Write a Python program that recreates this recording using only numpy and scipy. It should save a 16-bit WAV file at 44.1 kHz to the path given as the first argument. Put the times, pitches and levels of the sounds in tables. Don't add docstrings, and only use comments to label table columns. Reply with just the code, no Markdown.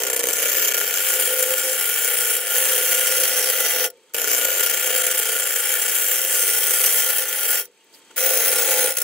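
import sys
import numpy as np
from scipy import signal
from scipy.fft import rfft, irfft, next_fast_len
from scipy.io import wavfile
from scipy.ndimage import uniform_filter1d, minimum_filter1d, map_coordinates

SR = 44100
rng = np.random.default_rng(int(sys.argv[2]) if len(sys.argv) > 2 else 0)


def generate_wav(sig):
    pcm = np.round(np.clip(np.atleast_2d(sig).T, -1, 1) * 32767).astype(np.int16)
    wavfile.write(sys.argv[1], SR, pcm)


def natural_amplitude(level_db):
    exponent = np.asarray(level_db, float) / 20
    return 10 ** exponent


N = 398223
TURNS_PER_S = 30.519

# edge meets wood t/s, starts to lift t/s, clear of the wood t/s
CUTTING_PASSES = [
    (0.0, 3.85, 3.91),
    (4.1445, 7.57, 7.68),
    (8.161, 9.02, 9.2),
]
# t/s, place (0 rim, 1 midway, 2 centre, 3 tool turned round)
EDGE_PLACE = [(0, 0), (.7, 0), (1.2, 1), (2.6, 1.2), (3.4, 2), (4, 2), (4.1, 0), (4.5, 0), (4.9, 1),
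              (5.9, 1.2), (6.4, 2), (7.9, 2), (8, 3), (9.1, 3)]
# t/s, hiss level/dB, flute opening/dB, skew/dB
TOOL_PRESSURE = [(0.0, -28.5, -1, -1.5), (0.3, -31.5, 1.5, 4), (0.42, -25.5, 2, -1.5),
                 (0.8, -26, 1.5, -3.5), (1.2, -23.5, 0, -1), (1.75, -25.5, 1, 0), (2.56, -23, 1.5, 0.5),
                 (3.4, -21, -2, -3), (3.85, -22, -1.5, -6), (4.15, -32.5, 1, -0.5), (4.32, -25, 3.5, -1.5),
                 (4.97, -23.5, -4.5, -1), (6.1, -25, 1.5, 1.5), (6.45, -24.5, 1.5, 4.5),
                 (7.09, -21, 1.5, 0.5), (7.3, -27.5, -0.5, -0.5), (8.4, -24.5, 7, -0.5),
                 (8.86, -21.5, 4.5, 0.5)]
# t/s, lean to the left/dB, sheen of the top/dB
BODY_STANCE = [(0, -0.5, 1), (.6, -0.2, -1), (1.5, 0.5, -1.5), (2.2, -0.1, -2), (2.8, -0.5, -1),
               (3.8, 0, -1), (4.2, 0, -3), (4.7, 0.5, 5.5), (5.2, -0.5, 4), (5.7, .2, 0), (6.2, 0, 2.5),
               (7, 0, -1), (7.6, 0.2, 4), (8.2, -.3, 0), (9, 0, -10)]


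def evened(x):
    return x / np.sqrt(np.mean(x ** 2) + 1e-20)


def read(points, hz, column=1):
    points = np.array(points)
    return np.interp(np.log(hz + 1), np.log(points[:, 0] + 1), points[:, column])


def bell(t, centre, half_width):
    return np.exp(-((t - centre) / half_width) ** 2)


def resonance(hz, centre_hz, width_hz):
    return 1 / (1 + (2 * (hz - centre_hz) / width_hz) ** 2)


def at_ports(same, other):
    # f/Hz, coherence (0-1), left minus right level/dB
    port_likeness = [(40, 0.9, 1), (152, 0.17, -1.5), (318, 1, 2.5), (610, 1, -1.5), (1456, 0.88, 0),
                     (2150, 0.93, 2.5), (3100, 0.51, 3), (4780, 0.64, -3.5), (5360, 0.22, -1.5),
                     (6960, 0.48, -2.5), (9300, 0.78, 0), (15000, 0.5, 1.5)]
    # f/Hz, phase by which the left leads/rad
    port_phase = [(0, 0), (2330, 0.2), (2760, 0.0), (3360, 1.1), (4050, 0.3), (4650, 0.3), (4910, -2.4),
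                  (5340, -4.2), (5770, -4.4), (6720, -5.7), (7580, -12.8), (8180, -12.4), (10900, -12.7),
                  (16400, -12.5)]
    size = next_fast_len(N)
    hz = np.fft.rfftfreq(size, 1 / SR)
    like = np.clip(read(port_likeness, hz), 0, 1)
    left = rfft(same, size)
    shared = like * left * np.exp(-1j * read(port_phase, hz))
    right = shared + np.sqrt(1 - like ** 2) * rfft(other, size)
    lean = natural_amplitude(read(port_likeness, hz, column=2) / 2)
    return irfft(np.array([left * lean, right / lean]), size)[:, :N]


def shop(x):
    u = np.arange(9000) / SR
    arrivals = (rng.random((2, 9000)) < 2000 / SR) * rng.choice([-1., 1.], (2, 9000))
    taps = arrivals * natural_amplitude(-60 * u / 0.12) * (u > .004)
    return signal.oaconvolve(x, taps / np.linalg.norm(taps[0]), axes=1)[:, :N]


def idling(t):
    # start t/s, hush level/dB, hush swell/(dB/s), frame hum level/dB, hum fade/(dB/s)
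    pauses = [
        (3.93, -68, 9, -49, -110),
        (7.68, -69, 20.5, -49, -500),
    ]
    # t/s, half length/s, rustle level/dB, air level/dB
    rustles = [(3.97, .02, 1, -4), (7.948, .02, 3.5, 15), (7.985, .02, 2, 11), (8.112, 0.0081, 5, -3)]
    first_tick_s, idle_turns_per_s = np.array([3.941, 7.684]), 32.9
    air_db, hum_floor_db = -10, -88
    pause = np.maximum(np.searchsorted(np.transpose(pauses)[0], t) - 1, 0)
    start, hush, swell, hum, fade = np.transpose(pauses)[:, pause]
    since = np.clip(t - start, 0, .5)
    hush_db = hush + swell * since + sum(db * bell(t, s, half) for s, half, db, _ in rustles)
    air_db = air_db + sum(db * bell(t, s, half) for s, half, _, db in rustles)
    turns = (t - first_tick_s[pause]) * idle_turns_per_s
    return hush_db, air_db, np.maximum(hum + fade * since, hum_floor_db) - hush_db, turns


def drive():
    # f/Hz, level/dB
    hush_spectrum = [(18, -60), (30, -33), (75, -23.5), (437, -7), (666, -18), (913, -17), (1010, -18),
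                     (1910, -16), (2540, -15), (4650, -20), (5310, -24), (6300, -19), (8080, -23),
                     (16000, -52)]
    # f/Hz, width/Hz, level re hush/dB
    motor_tones = [(900, 6.6, -13), (3200, 97, -9), (4650, 300, -25)]
    whine_hz, whine_db = 899, -8
    size = next_fast_len(N)
    t, hz = np.arange(N) / SR, np.fft.rfftfreq(size, 1 / SR)
    hush_db, air_db, hum_db, turns = (np.interp(t, t[::32], c) for c in idling(t[::32]))
    noise = rfft(rng.standard_normal((2, N)), size)

    def shaped(gain):
        return evened(irfft(noise * gain, size)[:, :N])

    def peak(centre_hz, width_hz):
        return shaped(resonance(hz, centre_hz, width_hz))

    hush = natural_amplitude(6.5) * shaped(natural_amplitude(read(hush_spectrum, hz)) / (1 + (120 / (hz + 1)) ** 2))
    hush = hush + sum(natural_amplitude(db) * peak(f, w) for f, w, db in motor_tones)
    air = natural_amplitude(air_db + 3.5) * shaped(1 / (1 + (7000 / (hz + 1)) ** 4))
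    hum = natural_amplitude(hum_db - 8.5) * (peak(455, 44) + peak(515, 36.1))
    tick = natural_amplitude(2.5) * peak(8000, 600) * np.exp(-(turns % 1) / 0.22)
    whine = natural_amplitude(whine_db) * np.sqrt(2) * np.sin(2 * np.pi * whine_hz * t)
    return at_ports(*(natural_amplitude(hush_db) * (hush + air + hum + tick + whine * [[1], [0]])))


def knocks():
    # t/s, f/Hz, width/Hz, level/dB, half length/s
    knock_events = [(3.96, 3100, 150, -66, .015), (3.985, 2300, 400, -69, .01),
                    (4.097, 3600, 600, -58, .003), (4.097, 6000, 900, -65, .003),
                    (4.105, 1360, 120, -58, .012), (7.662, 3730, 150, -52, .004),
                    (7.656, 6100, 700, -44, 0.0029), (7.775, 2500, 250, -63, 0.011),
                    (7.81, 2850, 120, -64, .025), (7.948, 4700, 1300, -49, .012),
                    (7.96, 3200, 150, -64, .05), (8.113, 1350, 200, -49, .004),
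                    (8.113, 2900, 500, -56, .005)]
    out, u = np.zeros((2, N)), np.arange(-4096, 4096) / SR
    hz = np.fft.rfftfreq(len(u), 1 / SR)
    for s, centre_hz, width_hz, db, half_s in knock_events:
        noise = rng.standard_normal((2, len(u)))
        ring = irfft(rfft(noise) * resonance(hz, centre_hz, width_hz))
        first = round(s * SR) - 4096
        out[:, first:first + len(u)] += natural_amplitude(db) * evened(ring) * bell(u, 0, half_s)
    return at_ports(*out)


def angle():
    # t/s, turns behind the mean speed, depth of the flaw/dB
    turning = [(0.0, -0.02, 7.5), (0.3, -0.38, 4.5), (0.45, -0.33, 3.5), (0.75, -0.63, 6.5),
               (1.05, -0.92, 4.0), (1.5, -0.83, 3.3), (2.25, -0.97, 3.2), (2.55, -1.26, 3.0),
               (3.6, -1.67, 3.0), (3.85, -1.88, 1.2), (4.6, -1.95, 3.8), (4.9, -1.79, 4.2),
               (5.08, -1.5, 6.0), (5.36, -0.71, 4.5), (5.85, -0.62, 4.0), (6.9, -0.79, 2.8),
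               (8.2, -1.1, 0.5), (9.0, -1.45, 2.8)]
    t = np.arange(N) / SR
    s, behind, flaw_db = np.transpose(turning)
    turns = t * TURNS_PER_S - uniform_filter1d(np.interp(t, s, behind), size=4000)
    return turns, np.interp(t, s, flaw_db)


def surface(turns, lasting, count, size):
    field = rng.standard_normal((300, count))
    field = signal.lfilter([1], [1, -np.exp(-1 / lasting)], field, axis=0)
    field = evened(uniform_filter1d(field, size=size, axis=1, mode="wrap"))
    return map_coordinates(field, [turns + 2, turns % 1 * count], order=3, mode="grid-wrap")


def fibres(repeat, count=320):
    turns = angle()[0]
    marks = np.array([surface(turns, lasting=5.0, count=count, size=1) for _ in range(2)])
    marks = evened(marks) * np.sqrt(count * TURNS_PER_S / SR)
    fresh = rng.standard_normal((2, N))
    return [np.sqrt(1 - r) * fresh + np.sqrt(r) * marks for r in np.clip(repeat, 0, 1)]


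def bite(lumpy_db):
    turns, flaw_db = angle()
    from_flaw = (turns + .5) % 1 - .5
    flaw = -1.4 * flaw_db * bell(from_flaw, 0, 0.074)
    splinters = (rng.random(N) < 500 / SR) * natural_amplitude(5.7 * np.minimum(rng.exponential(1, N), 2.7))
    splinters = signal.lfilter([1], [1, -np.exp(-1 / (0.0018 * SR))], splinters)
    ridges = lumpy_db * surface(turns, lasting=3.7, count=64, size=3)
    return evened(natural_amplitude(flaw + ridges) * (1 + 0.16 * splinters))


def catches():
    # t/s, peak level/dB
    grain_catches = [(0.236, -8), (0.2847, -7.5), (0.33, -1), (0.3566, -10), (0.4795, -16), (0.5686, -3),
                     (0.6464, -2), (0.681, 0.5), (0.743, 4), (0.777, -3), (0.805, -9), (0.8831, -6),
                     (0.957, -7), (1.1191, -6), (1.15, -4), (1.2179, -25), (1.2518, -6), (1.425, 3),
                     (1.5791, 0), (2.0455, 0), (2.3683, -7), (2.4017, -10), (2.4381, -15), (2.4695, -7),
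                     (2.6521, -6), (3.0048, -7), (3.0712, -1), (3.1999, -3), (3.234, 2), (3.4259, -5),
                     (3.6015, -3), (4.19, -10), (4.2732, -14), (4.305, -12), (4.3694, -11), (4.4483, -1),
                     (4.6323, -1), (4.6981, -5), (4.8303, -14), (4.8653, -18), (5.066, 3), (5.1462, -13),
                     (5.1776, -4), (5.19, 1), (5.1123, -2), (5.2533, -7), (5.2872, -4), (5.3576, -16),
                     (5.817, -0.5), (6.115, -10), (6.3026, -18), (6.498, -7), (6.7071, -6), (6.859, 8),
                     (7.1012, -5), (7.182, 1), (7.43, -3), (7.504, -1), (8.3707, -7), (8.707, -3)]
    # t/s, peak level/dB
    edge_grazes = [(3.901, -12), (3.9714, -47), (4.095, -45), (4.136, -11), (4.144, -4), (7.6526, -19),
                   (7.843, -41), (8.1114, -46), (8.1652, -10), (8.921, -6), (8.952, -16), (8.969, 2),
                   (8.984, 2), (9.0014, -5), (9.017, 4.5)]
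    # first t/s, peak level/dB, snags, gap/s
    snag_runs = [(0.068, -3, 5, 0.0315), (1.0848, -2, 2, 0.053), (2.334, -30, 3, 0.063),
                 (3.168, -2, 4, 0.11), (5.113, -23, 3, 0.021), (7.1475, -9, 2, 0.09),
                 (7.2398, -33.5, 2, .0314)]
    snags = [(s + k * gap, db) for s, db, count, gap in snag_runs for k in range(round(count))]
    s, peak_db = np.transpose(grain_catches + edge_grazes + snags)
    train = np.zeros(N)
    train[(s * SR).astype(int)] = natural_amplitude(peak_db)
    u = np.arange(1500) / SR
    return signal.oaconvolve(train, (1 - np.exp(-u / 0.001)) * np.exp(-u / 0.0034))[:N]


def hand(fine):
    # t/s, level/dB, half length/s
    wavers = [(0.044, -4, 0.0062), (.061, -6, 0.0055), (0.097, -6, 0.0067), (0.126, -6, 0.0073),
              (0.155, -5, 0.0037), (0.19, 0, .004), (.665, -7, .006), (0.697, -6, 0.0061), (.765, -3, .006),
              (0.801, -2, 0.0059), (5.028, -5.5, 0.0057), (5.094, -5, .008), (5.14, -5, 0.0051),
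              (0.222, -10, 0.0067), (0.253, 1, .006), (0.733, -16, 0.0054), (1.303, 0.5, 0.025),
              (1.359, -3.5, 0.011), (1.396, 2, 0.021), (2.303, 1.5, 0.017), (2.43, -7.5, 0.073),
              (4.177, -3, 0.0058), (4.683, -3, 0.0054), (4.783, -0.5, 0.11), (5.013, 2.5, 0.053),
              (5.455, -2, 0.033), (6.143, 3.5, 0.024), (6.235, -1.5, 0.11), (6.363, 2.5, 0.04),
              (7.127, -3, 0.11), (7.252, -4, 0.021), (7.56, 2, 0.26), (8.164, -12.5, 0.004),
              (8.174, -9, 0.004), (8.88, -4, 0.011), (8.944, -15, 0.034), (9.03, -20.5, 0.051)]
    # rest hum/dB, blank ring/dB, top fizz re hiss/dB, lumpiness/dB
    shares = [
        (-10.5, -4, -1, 2.5),
        (-13, -3.5, 2.5, 1.5),
        (-12, -4, 2.5, 1),
        (-12, -4, -0.5, 2),
    ]
    easing = (0.48, 0.28, 0.067, 0.31)
    # start t/s, end t/s, hum rise/dB, howl level re hiss/dB
    chatter = [(-0.1, 0.327, 4, -18), (1.13, 1.258, 2, -14.5), (1.274, 1.563, 2.5, -5),
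               (1.586, 1.716, 4, -8.5), (2.55, 2.94, 2, -15), (3.06, 3.52, 1, -13.5),
               (3.557, 3.674, 3.5, -21), (3.72, 3.903, 3, -12.5), (4.25, 4.71, 2, -16),
               (4.83, 5.168, 1, -11.5), (8.195, 8.55, 5.5, -12.5), (8.558, 8.926, 7, -17)]
    usual_db, easing_most_db = -24, 9
    chatter_edge_s = 0.041
    lift_db = -47
    t = fine[::32]
    s, push_db, flute_db, _ = np.transpose(TOOL_PRESSURE)
    push_db = np.interp(t, s, push_db) + sum(db * bell(t, at, half) for at, db, half in wavers)
    eased = np.minimum(usual_db - push_db, easing_most_db)
    reach = np.interp(t, *np.transpose(EDGE_PLACE))
    hum_db, ring_db, fizz_db, lumpy_db = (np.interp(reach, range(len(shares)), share) + slope * eased
                                          for share, slope in zip(np.transpose(shares), easing))
    spells = np.array([np.clip(np.minimum(t - start, end - t) / chatter_edge_s + .5, 0, 1)
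                       for start, end, _, _ in chatter])
    _, _, hum_rise_db, howl_db = np.transpose(chatter)
    chatter_db, howl = hum_rise_db @ spells, natural_amplitude(howl_db) @ spells
    lifting_db = sum(lift_db * (t <= clear) * np.maximum((t - lift) / (clear - lift), 0) ** 2
                     for _, lift, clear in CUTTING_PASSES)
    fizz_db = fizz_db + np.interp(t, s, flute_db)
    controls = push_db + lifting_db, hum_db, chatter_db, ring_db, fizz_db, lumpy_db, howl
    return [np.interp(fine, t, c) for c in controls]


def howling(force):
    howl_hz, howl_wander_hz, howl_smooth_s = 514, 4.02, 0.0059
    wander = evened(uniform_filter1d(rng.standard_normal(N), size=1200))
    tone = np.sqrt(2) * np.sin(2 * np.pi * np.cumsum(howl_hz + howl_wander_hz * wander) / SR)
    return uniform_filter1d(force, round(howl_smooth_s * SR)) * tone


def patchy(x, patchy_db):
    hz, t, z = signal.stft(x, SR, nperseg=512, noverlap=384)
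    patches = uniform_filter1d(rng.standard_normal(z.shape[1:]), size=6, axis=0)
    patches = uniform_filter1d(patches, size=24, axis=1)
    skew_db = np.interp(t, *np.transpose(TOOL_PRESSURE)[::3]) * bell(hz, 8640, 1960)[:, None]
    sheen_db = np.interp(t, *np.transpose(BODY_STANCE)[::2]) * bell(hz, 14800, 700)[:, None]
    gain = natural_amplitude(patchy_db * evened(patches) + skew_db + sheen_db)
    return signal.istft(z * gain, nperseg=512, noverlap=384)[1][:, :N]


def causal(gain_db, size=9000):
    cepstrum = irfft(np.log(natural_amplitude(np.maximum(gain_db, -150))))
    cepstrum[1:len(cepstrum) // 2] *= 2
    cepstrum[len(cepstrum) // 2 + 1:] = 0
    taps = irfft(np.exp(rfft(cepstrum)))[:size]
    return taps / np.linalg.norm(taps)


def colours(place):
    # f/Hz, spectral level/dB
    broad_colour = [(18, -103), (30, -34), (184, -27), (355, -15.5), (512, -2), (569, -10), (844, -18.5),
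                    (1010, -14.5), (1430, -9), (1540, -8), (3140, -9), (4300, -12), (7270, -9.5),
                    (14800, -13.5), (16000, -21)]
    # f/Hz, width/Hz, level/dB at each of the four places
    rest_modes = [(394.7, 7, 1, 9.5, 9.5, 10.5), (409, 11, 3.5, -14, -4, -6), (446, 30, 3.5, 4.5, 4, 2),
                  (482.7, 4.6, 6, -15.5, 5, -5), (515.6, 37, -2, 5.5, 7, 9.5),
                  (690, 12.8, 4.5, 9.5, 11, 12.5), (842, 39, 0, 12, 13.5, 12), (998, 97, -7, -13, -29, -22)]
    # f/Hz, width/Hz, level/dB at each of the four places
    blank_modes = [(1423.5, 32.4, 14, 16, 14, 15.5), (1780, 22, 0.5, 1, 3, 6), (1746, 94, 7.5, 6.5, 5, 1.2),
                   (2008, 46, 4.5, 5, 9, 7.5), (2304, 94, 9, 7, 4, 5), (2580, 44, 5, 3, 1.5, 5),
                   (2812, 97, 5, 5.5, 6.5, 3), (3180, 120, 8, 10.5, 11, 8), (3940, 64, -49, -21, -20, 5)]
    # f/Hz, width/Hz, level/dB at each of the four places
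    steel_modes = [(5520, 14, 10.5, 12, 11.6, 14), (6000, 100, 6, 4.6, 9.2, 2), (6340, 134, 8, 6.1, 2.5, 9),
                   (7076, 127, 12.5, 11.6, 4.2, 7), (7507, 59, 10.5, 13, 8.3, -7.5),
                   (8510, 103, 0, 7.1, 7, 5.5), (9450, 77, 7.5, 15.6, 7.8, 8.5),
                   (10200, 125, 4, 4.6, 7.2, 5), (11040, 265, 3.5, 7.2, 8.3, 7.5),
                   (11900, 72, -2, 7.8, 4.1, -8), (14400, 300, 6.5, 1.5, 6.1, 0.5),
                   (15400, 170, 7, 0.5, 6.7, 6), (15740, 350, -4, 13, 12.3, 18)]
    # f/Hz, width/Hz, level/dB at each of the four places
    dead_spots = [(1300, 57, -7, -9.5, -7, -7.5), (2960, 120, 5, 3, -1.5, -8), (4350, 100, -8, -9, -17, -2),
                  (5280, 66, -5, -10, -3, -12), (13300, 300, -5, -9, 3, -4)]
    band_limits = [210, 1030, 4500, 12000]
    hz = np.fft.rfftfreq(16384, 1 / SR)
    modes = rest_modes + blank_modes + steel_modes + dead_spots
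    bumps = [1 + (natural_amplitude(2 * m[2 + place]) - 1) * resonance(hz, m[0], m[1]) for m in modes]
    whole_db = read(broad_colour, np.minimum(hz, 15500)) + 10 * np.log10(np.prod(bumps, axis=0))
    below = [0 * hz] + [1 / (1 + (hz / limit) ** 16) for limit in band_limits] + [1 + 0 * hz]
    return [causal(whole_db + 10 * np.log10(abs(b - a) + 1e-9)) for a, b in zip(below, below[1:])]


def cutting():
    place_levels = [
        (-23, 2.5, 2.5),
        (-28.5, 0.86, -1.5),
        (-32, 0, -2.5),
        (-28, 0.8, -1),
    ]
    t = np.arange(N) / SR
    hiss_db, hum_db, chatter_db, ring_db, fizz_db, lumpy_db, howl = hand(t)
    touching = sum((t >= meet) & (t <= clear) for meet, _, clear in CUTTING_PASSES)
    grip, digs = bite(np.clip(lumpy_db, 0, 9)), catches()
    sharp = natural_amplitude(hiss_db) * touching * grip + 0.15 * digs
    dull = natural_amplitude(hiss_db) * touching * evened(grip ** 0.9) + 0.055 * digs
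    noises = fibres(repeat=[.3, .8, .5, 0, 0])
    forces = [push * noise for push, noise in zip((dull, dull, dull, sharp, sharp), noises)]
    reach = np.interp(t, *np.transpose(EDGE_PLACE))
    low, high = np.zeros((2, 2, N))
    for place, (thud_db, _, scatter_db) in enumerate(place_levels):
        here = np.maximum(1 - abs(reach - place), 0) * natural_amplitude([[0], [scatter_db]])
        levels = (hum_db + thud_db, hum_db + chatter_db, ring_db, 0, fizz_db)
        bands = [signal.oaconvolve(here * force * natural_amplitude(db), taps[None], axes=1)[:, :N]
                 for force, db, taps in zip(forces, levels, colours(place))]
        low += sum(bands[:3])
        high += sum(bands[3:])
    low[0] += howling(howl * dull)
    lean_db = np.interp(reach, range(len(place_levels)), np.transpose(place_levels)[1])
    lean = natural_amplitude(lean_db + np.interp(t, *np.transpose(BODY_STANCE)[:2]))
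    return at_ports(*low) + at_ports(*patchy(high, patchy_db=2.0)) * [lean, 1 / lean]


def scene():
    near = cutting() + drive() + knocks()
    return near + natural_amplitude(-41) * shop(near)


def band_limit(x):
    return signal.sosfilt(signal.butter(12, 16820, fs=SR, output="sos"), x)


def record(dry):
    lowpass = signal.firwin(901, 15730, window=("kaiser", 10), fs=SR)
    limited = signal.oaconvolve(dry, lowpass[None], "same", axes=1)
    peaks = -minimum_filter1d(-abs(limited).max(0), size=200)
    ducked = limited / np.maximum(1, uniform_filter1d(peaks, size=200) / .75)
    return band_limit(ducked)


dry = scene()
out = record(dry)
generate_wav(out)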